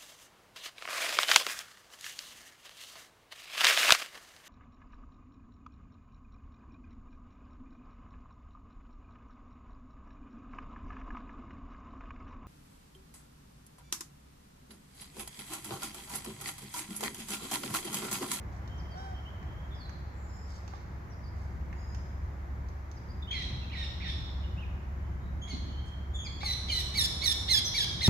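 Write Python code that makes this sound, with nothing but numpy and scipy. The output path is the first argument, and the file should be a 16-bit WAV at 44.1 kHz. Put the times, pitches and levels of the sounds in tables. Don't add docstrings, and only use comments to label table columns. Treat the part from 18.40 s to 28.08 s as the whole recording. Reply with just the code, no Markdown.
import sys
import numpy as np
from scipy import signal
from scipy.fft import rfft, irfft, next_fast_len
from scipy.io import wavfile
from scipy.ndimage import map_coordinates

SR = 44100
rng = np.random.default_rng(int(sys.argv[2]) if len(sys.argv) > 2 else 0)


def log_audio(samples):
    frames = np.atleast_2d(samples).T
    limited = np.clip(frames, -1, 1)
    pcm = np.round(limited * 32767).astype(np.int16)
    wavfile.write(sys.argv[1], SR, pcm)


N = 426878

# (frequency [Hz], level [dB])
ENGINE_TONES = [(36.5, -14.5), (47, -12), (55, -9.5), (69, 1), (80.5, -14), (92, -10), (108, -19),
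                (138, -30), (180, -19.5), (364, -35)]
# (time [s], level [dB])
ENGINE_LEVEL = [(0.0, -42.5), (1.0, -43.5), (2.75, -42.5), (3.1, -41), (3.95, -38.5), (4.6, -43.5),
                (5.0, -40), (6.0, -37.2), (6.5, -38.5), (7.2, -38.5), (9.05, -41), (9.4, -45)]
# (time [s], rumble level [dB], hush level [dB])
AIR_LEVELS = [(0.0, -47.5, -56.5), (0.7, -49.5, -56.5), (2.4, -52, -58), (3.2, -47.5, -57.5),
              (4.55, -51.5, -58), (5.2, -47.5, -57.0), (7.7, -49, -58.1), (8.7, -47.6, -54),
              (9.68, -44, -55)]
# (frequency [Hz], density [dB per Hz])
RUMBLE_SPECTRUM = [(13, -51), (22, -27), (32, -26), (51, -3), (69, 2), (97, -9), (184, -17), (320, -29),
                   (358, -23.5), (420, -45.5), (550, -39), (920, -120)]
# (frequency [Hz], density [dB per Hz])
HUSH_SPECTRUM = [(190, -12), (330, -2.5), (450, -6), (680, -4.5), (950, -4), (2100, -11), (2760, -24),
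                 (3600, -27.5), (5400, -29), (7000, -29.5), (8500, -45), (10500, -39), (12000, -35),
                 (15500, -39.5)]
# (frequency [Hz], correlation [-1 to 1])
STEREO_LIKENESS = [(60, 0.73), (130, 0.98), (290, 0.82), (640, 0.29), (1410, -0.31), (3100, 0.29),
                   (6820, -0.023), (15000, -0.03)]
# (frequency [Hz], t60 [s])
YARD_T60 = [(500, 0.48), (2000, 0.91), (3800, 1.22), (6000, 1.16), (10000, 0.79), (15000, 0.23)]
# (time [s], length [s], centre [Hz], level [dB])
SCUFFS = [(0.109, 0.093, 5200, -69), (2.06, 0.17, 4870, -63), (2.269, 0.18, 4100, -68),
          (2.93, .2, 5300, -74), (7.116, 0.063, 217, -42), (7.201, 0.16, 225, -50.5),
          (7.446, 0.064, 5900, -69.5)]
# (time [s], length [s], start [Hz], middle [Hz], end [Hz], level [dB])
CHIRPS = [(0.175, 0.57, 3076, 3156, 3180, -64), (0.371, 0.042, 6400, 5370, 4320, -58.5),
          (.50, .058, 5400, 4630, 4480, -61), (0.566, 0.058, 5900, 5430, 5260, -59),
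          (.73, 0.073, 3070, 3155, 3100, -56), (0.846, 0.059, 2724, 3103, 3250, -54),
          (0.903, .41, 3124, 3180, 3240, -69), (2.694, 0.055, 6140, 5400, 4130, -66),
          (2.817, 0.092, 5500, 4650, 5720, -65), (4.558, 0.027, 5940, 5170, 4400, -59),
          (4.677, 0.05, 5300, 4670, 5400, -61), (4.82, 0.021, 3600, 3570, 3260, -51),
          (4.869, 0.036, 2900, 3180, 3200, -47), (5.208, .04, 2850, 2700, 2450, -53),
          (5.294, .035, 2380, 2680, 3220, -50), (6.029, 0.027, 3133, 2920, 2900, -50.5),
          (6.164, 0.058, 2570, 2820, 3387, -50.5), (6.218, 0.036, 2750, 2500, 2530, -55),
          (6.53, .28, 3010, 3080, 3050, -72.5), (6.80, .1, 3825, 3800, 3900, -70),
          (7.238, .39, 3040, 3150, 3180, -57.5)]
# (time [s], level [dB], knock colour [dB])
TAPS = [(0.275, -43, -10), (1.0267, -42, 8), (1.4928, -35.5, 8), (2.2767, -37, -3), (3.326, -33.5, 14),
        (3.5455, -35.5, -1), (4.285, -46, -22), (4.5133, -42, -25)]
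# (time [s], level [dB])
KNOCKS = [(2.336, -42), (3.327, -56), (8.032, -35.5)]
# (frequency [Hz], width before limiting [Hz], level [dB])
KNOCK_MODES = [(830, 72, 0), (1150, 37, -3), (1560, 190, -1.5)]
# (time [s], length [s], start [Hz], middle [Hz], end [Hz], level [dB])
COOS = [(0.527, .255, 670, 780, 652, -46)]
# (frequency [Hz], gain [dB])
COO_THROAT = [(750, 1), (1550, -6.5), (2300, -29), (3900, -20), (4600, -30), (5400, -20), (6200, -27),
              (9500, -38), (14000, -50)]
# (time [s], length [s], start [Hz], middle [Hz], end [Hz], level [dB],
#  second harmonic [dB], pitch roughness [fraction])
SQUEAKS = [(1.30, 0.069, 3580, 3475, 3270, -59.5, -26, 0.033),
           (1.34, 0.054, 5200, 5100, 4900, -66, -27, 0.038), (1.36, 0.13, 5310, 4330, 3870, -59, -30, .012),
           (1.70, 0.4, 7600, 7100, 7280, -70, -30, 0.028),
           (1.84, 0.33, 5200, 5220, 5140, -66.5, -30, 0.029),
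           (3.32, 0.31, 6760, 6720, 6740, -72.5, -37, 0.0213),
           (3.33, 0.31, 4960, 5050, 5210, -67, -35, 0.016),
           (4.903, 0.034, 3080, 3240, 3300, -35.5, -22, 0.018),
           (5.325, 0.015, 2060, 2550, 3050, -48, -22, 0.03),
           (7.012, 0.052, 3250, 3300, 3280, -49.5, -9, 0.022),
           (7.075, 0.049, 3360, 3184, 2590, -52.5, -3.5, .012),
           (7.095, 0.0594, 4420, 4330, 4150, -47.5, -37, 0.027),
           (7.728, 0.15, 3433, 3380, 3230, -44.5, -10, 0.024),
           (7.842, 0.044, 2520, 2350, 1830, -52.5, 5, 0.015),
           (8.283, 0.028, 3400, 3140, 2840, -35.5, -21, 0.012),
           (9.24, .055, 6150, 5850, 4880, -33, -19, 0.023)]
# (time [s], length [s], top pitch [Hz], held pitch [Hz], middle of the fall [s], mouth opens [s],
#  level [dB], direct treble slope [dB/octave], brightness [dB/octave], left-right bias [dB], rasp [dB])
SCREAMS = [(4.904, 0.13, 2610, 2004, 0.033, 0.017, -43.5, -8, -8.5, -6, -6),
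           (5.314, 0.14, 2500, 1854, 0.031, 0.041, -44.5, -7, -8, -6, -6),
           (5.598, 0.11, 2502, 1808, 0.039, 0.057, -42.5, -9, -7.5, -6, -5),
           (7.065, .075, 2285, 2157, 0.034, 0.013, -52.5, -8, -6, 0, -5),
           (8.003, 0.14, 2385, 2005, 0.051, 0.04, -36.5, 0, -1, 2, -11),
           (8.276, 0.14, 2367, 1988, 0.045, 0.026, -34.5, -0.5, 0.5, -1, -11),
           (8.537, 0.13, 2390, 1780, 0.047, 0.03, -30.5, 1.5, 1.5, -3, -13),
           (8.812, .122, 2334, 1802, 0.046, 0.025, -29.5, 0.5, 1, -7, -14),
           (9.081, 0.12, 2188, 1687, 0.048, 0.014, -28.5, 3, -2, -5, -14.5),
           (9.333, 0.12, 2368, 1658, 0.046, 0.0074, -32, 1.5, -3, -0.5, -12),
           (9.604, 0.13, 2214, 1770, 0.038, 0.02, -27, -1, 0.5, -1, -13)]
# (frequency [Hz], gain [dB])
MOUTH = [(1500, -25), (2200, -12.5), (2800, -12), (3500, -3), (4200, -1), (4700, -11.5), (5050, -7.5),
         (5450, -6), (6200, -17.5), (8000, -22.5), (11000, -22.5), (13000, -29), (15500, -35)]

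BAND_LIMIT_HZ = 15700
ENGINE_GAIN_DB, THROB_DB, THROB_KNOTS_PER_S = 0.5, 1.7, 12
RUMBLE_GAIN_DB, HUSH_GAIN_DB = 4.5, 5
CHIRP_OVERTONE_DB, CHIRP_ROUGHNESS = -32, 0.02
CHIRP_WET_DB, SQUEAK_WET_DB = -1.5, 0.3
SCREAM_WET_DB, WET_DB_PER_DB = -2.5, 0.1955
SCREAM_ATTACK_S, SCREAM_RELEASE_S, SCOOP_S = 0.0017, 0.0094, 0.007


def amp(db):
    return 10 ** (np.asarray(db) / 20)


def unit(x):
    return x / np.sqrt(np.mean(x ** 2) + 1e-20)


def noise(size):
    return rng.standard_normal(size)


def times_s(length_s):
    return np.arange(int(length_s * SR)) / SR


def along(points, hz):
    points_hz, values = np.transpose(points)
    return np.interp(np.log(hz + 1), np.log(points_hz + 1), values)


def curves(rows):
    knots_s, *columns = np.transpose(rows)
    return [np.interp(np.arange(N) / SR, knots_s, column) for column in columns]


def wobble(knots_per_s, size):
    knots = noise(int(size * knots_per_s / SR) + 4)
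    return map_coordinates(knots, [np.arange(size) * knots_per_s / SR])


def filtered(x, response):
    n = x.shape[-1]
    m = next_fast_len(n + 8192)
    return irfft(rfft(x, m) * response(np.fft.rfftfreq(m, 1 / SR)), m)[..., :n]


def add(track, start_s, sound):
    part = track[..., round(start_s * SR):][..., :sound.shape[-1]]
    part += sound[..., :part.shape[-1]]


def swell(t, rise_s, fall_s):
    opening = np.sin(np.pi / 2 * np.clip(t / rise_s, 0, 1)) ** 2
    closing = np.sin(np.pi / 2 * np.clip((t[-1] - t) / fall_s, 0, 1)) ** 2
    return opening * closing


def phase_of(pitch_hz):
    return 2 * np.pi * np.cumsum(pitch_hz) / SR


def in_yard(x, wet_db, pan_db, shadow_db=0, early_db=5, early_s=0.0086, lag_s=0.00045):
    hz, t, z = signal.stft(noise((2, SR)), SR, nperseg=256)
    decay_db = -60 * t / along(YARD_T60, hz)[:, None] + early_db * np.exp(-t / early_s)
    onset = np.clip(t / 0.0029, 0, 1)
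    tail = signal.istft(z * amp(decay_db) * onset, SR, nperseg=256)[1]
    out = amp(wet_db) * signal.fftconvolve(x[None], tail / np.linalg.norm(tail[0]), axes=1)
    direct = filtered(x, lambda f: amp(shadow_db * np.log2(np.maximum(f / 2200, 1))))
    add(out[0], 0, amp(pan_db / 2) * direct)
    add(out[1], lag_s, amp(-pan_db / 2) * direct)
    return out * amp([[-0.7], [0.7]])


def engine(unsteady_rad=0.3, waver_db=1.5, drift_rad=1.17):
    level_db, = curves(ENGINE_LEVEL)
    t = np.arange(N) / SR
    hum = np.zeros(N)
    for hz, tone_db in ENGINE_TONES:
        loose = np.clip(1 - amp(tone_db), 0, 1)
        stray = unsteady_rad * wobble(7, N) + drift_rad * loose * wobble(3, N)
        phase = 2 * np.pi * hz * t + stray + rng.uniform(0, 2 * np.pi)
        hum += amp(tone_db + waver_db * loose * wobble(4.2, N)) * np.sin(phase)
    throb_db = THROB_DB * wobble(THROB_KNOTS_PER_S, N)
    return amp(level_db + ENGINE_GAIN_DB + throb_db) * unit(hum)


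def rush(spectrum):
    def shares(hz):
        turn = np.arccos(np.clip(along(STEREO_LIKENESS, hz), -1, 1)) / 2
        return amp(along(spectrum, hz)) * np.array([np.cos(turn), np.sin(turn)])

    mid, side = filtered(noise((2, N)), shares)
    return unit(np.array([mid + side, mid - side]))


def air():
    rumble_db, hush_db = curves(AIR_LEVELS)
    engine_gap = [(45, -3.5), (68, -9), (95, 2.5)]
    rumble = unit(filtered(rush(RUMBLE_SPECTRUM), lambda hz: amp(along(engine_gap, hz))))
    rumble = amp(rumble_db + RUMBLE_GAIN_DB + 1.6 * wobble(7.2, N)) * rumble
    hush = amp(hush_db + HUSH_GAIN_DB + 0.17 * wobble(5.5, N)) * rush(HUSH_SPECTRUM)
    return rumble + hush


def scuffs(grain_db=3):
    out = np.zeros((2, N))
    for start_s, length_s, centre_hz, db in SCUFFS:
        t = times_s(length_s)
        band = lambda hz: amp(-22 * np.log2((hz + 1) / centre_hz) ** 2)
        stroke = unit(filtered(noise(len(t)), band))
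        stroke *= amp(db + grain_db * wobble(198, len(t))) * swell(t, length_s / 4, length_s / 2)
        add(out, start_s, in_yard(stroke, wet_db=-3.0, pan_db=-3.5))
    return out


def glide(length_s, start_hz, middle_hz, end_hz, roughness):
    t = times_s(length_s)
    arc = np.polyfit([0, 0.5, 1], [start_hz, middle_hz, end_hz], 2)
    pitch_hz = np.polyval(arc, t / length_s) * (1 + roughness * wobble(600, len(t)))
    return t, pitch_hz, phase_of(pitch_hz)


def whistles(rows, wet_db, flutter_db=3):
    out = np.zeros((2, N))
    for start_s, length_s, start_hz, middle_hz, end_hz, db, overtone_db, roughness in rows:
        t, pitch_hz, phase = glide(length_s, start_hz, middle_hz, end_hz, roughness)
        second = amp(overtone_db) * np.sin(2 * phase)
        third = amp(overtone_db - 15) * (3 * pitch_hz < SR / 2) * np.sin(3 * phase)
        note = (np.sin(phase) + second + third) * swell(t, length_s / 4, length_s / 4)
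        note *= amp(db + flutter_db * wobble(105, len(t)))
        add(out, start_s, in_yard(note, wet_db, pan_db=-3))
    return out


def birds():
    rows = [(*row, CHIRP_OVERTONE_DB, CHIRP_ROUGHNESS) for row in CHIRPS]
    return whistles(rows, CHIRP_WET_DB)


def handling():
    out = np.zeros(N)
    t = np.arange(SR // 8) / SR
    for start_s, db, knock_db in TAPS:
        colour = [(200, -16), (1200, knock_db), (2300, knock_db + 2), (3300, -6),
                  (6500, -3.5), (8500, -27), (15000, -24)]
        tick = unit(filtered(noise(len(t)), lambda hz: amp(along(colour, hz))))
        decay_db = -60 * t / 0.033
        add(out, start_s, amp(db - 11 + decay_db) * swell(t, 0.0019, 0.01) * tick)
    for start_s, db in KNOCKS:
        for hz, width_hz, mode_db in KNOCK_MODES:
            decay = np.exp(-np.pi * np.clip(width_hz, 50, 200) * t)
            add(out, start_s, amp(db + mode_db) * decay * np.sin(2 * np.pi * hz * t))
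    return in_yard(out, wet_db=-0.5, pan_db=-10.5)[:, :N]


def coo():
    out = np.zeros((2, N))
    for start_s, length_s, start_hz, middle_hz, end_hz, db in COOS:
        t, pitch_hz, phase = glide(length_s, start_hz, middle_hz, end_hz, roughness=0.012)
        bright = swell(t, 0.059, 0.12)
        voice = np.zeros(len(t))
        for k in range(1, 15):
            opening = bright if k > 1 else 1
            voice += amp(along(COO_THROAT, k * pitch_hz)) * opening * np.sin(k * phase)
        voice *= amp(db + 1.7 * wobble(40, len(t))) * swell(t, 0.035, 0.062)
        add(out, start_s, in_yard(voice, wet_db=-9, pan_db=0))
    return out


def squeaks():
    return whistles(SQUEAKS, SQUEAK_WET_DB)


def screams(fall_s=0.00898, sag_per_s=0.15, scoop=0.48, drop=0.149, jitter=0.00618,
            flutter_db=3, edge_rasp_db=7, shut_db=-12, push_db=2.0):
    out = np.zeros((2, N))
    for (start_s, length_s, top_hz, held_hz, fall_mid_s, opening_s,
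         db, shadow_db, bright_db, pan_db, rasp_db) in SCREAMS:
        t = times_s(length_s)
        slide = 1 / (1 + np.exp((t - fall_mid_s) / fall_s))
        start, stop = np.exp(-t / SCOOP_S), np.exp((t - length_s) / 0.00845)
        pitch_hz = held_hz + (top_hz - held_hz) * slide
        pitch_hz *= (1 - sag_per_s * (t - 0.085)) * (1 - scoop * start) * (1 - drop * stop)
        shake = 1 + amp(rasp_db + 15) * slide + 3 * (start + stop)
        pitch_hz *= 1 + jitter * (wobble(916, len(t)) + wobble(126.6, len(t))) * shake
        phase = phase_of(pitch_hz)

        def mouth(hz):
            return amp(along(MOUTH, hz) + bright_db * np.log2(np.maximum(hz, 1500) / 4000))

        shut = 1 / (1 + np.exp((t - opening_s) / 0.0066))
        flash = 0.65 * np.exp(-(t / 0.012) ** 2)
        tone = np.zeros(len(t))
        for k in range(1, 10):
            closed_db = shut_db * shut * (np.log2(min(k, 5)) - flash * (k > 1))
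            overtone = amp(closed_db + flutter_db * wobble(171.3, len(t))) * (k * pitch_hz < SR / 2)
            tone += mouth(k * pitch_hz) * overtone * np.sin(k * phase)

        rasp = unit(filtered(noise(len(t)), lambda hz: mouth(hz) / (1 + (1500 / (hz + 1)) ** 6)))
        dull_rasp = filtered(rasp, lambda hz: 1 / (1 + (hz / 5000) ** 2))
        rasp = ((1 - shut) * rasp + shut * dull_rasp) * swell(t, 0.012, 0.008)
        effort_db = push_db * np.exp(-((t - fall_mid_s - 0.008) / 0.024) ** 2) - 7.9 * start
        effort = amp(effort_db) * swell(t, SCREAM_ATTACK_S, SCREAM_RELEASE_S)
        voice = effort * tone + amp(rasp_db + edge_rasp_db * (start + stop)) * rasp
        wet_db = SCREAM_WET_DB - WET_DB_PER_DB * (db + 35.5)
        add(out, start_s, in_yard(amp(db + 3.5) * voice, wet_db, pan_db, shadow_db))
    return out


def scene():
    return engine() + air() + scuffs() + birds() + handling() + coo() + squeaks() + screams()


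def record(dry):
    return filtered(dry, lambda hz: hz < BAND_LIMIT_HZ)


dry = scene()
out = record(dry)
log_audio(out)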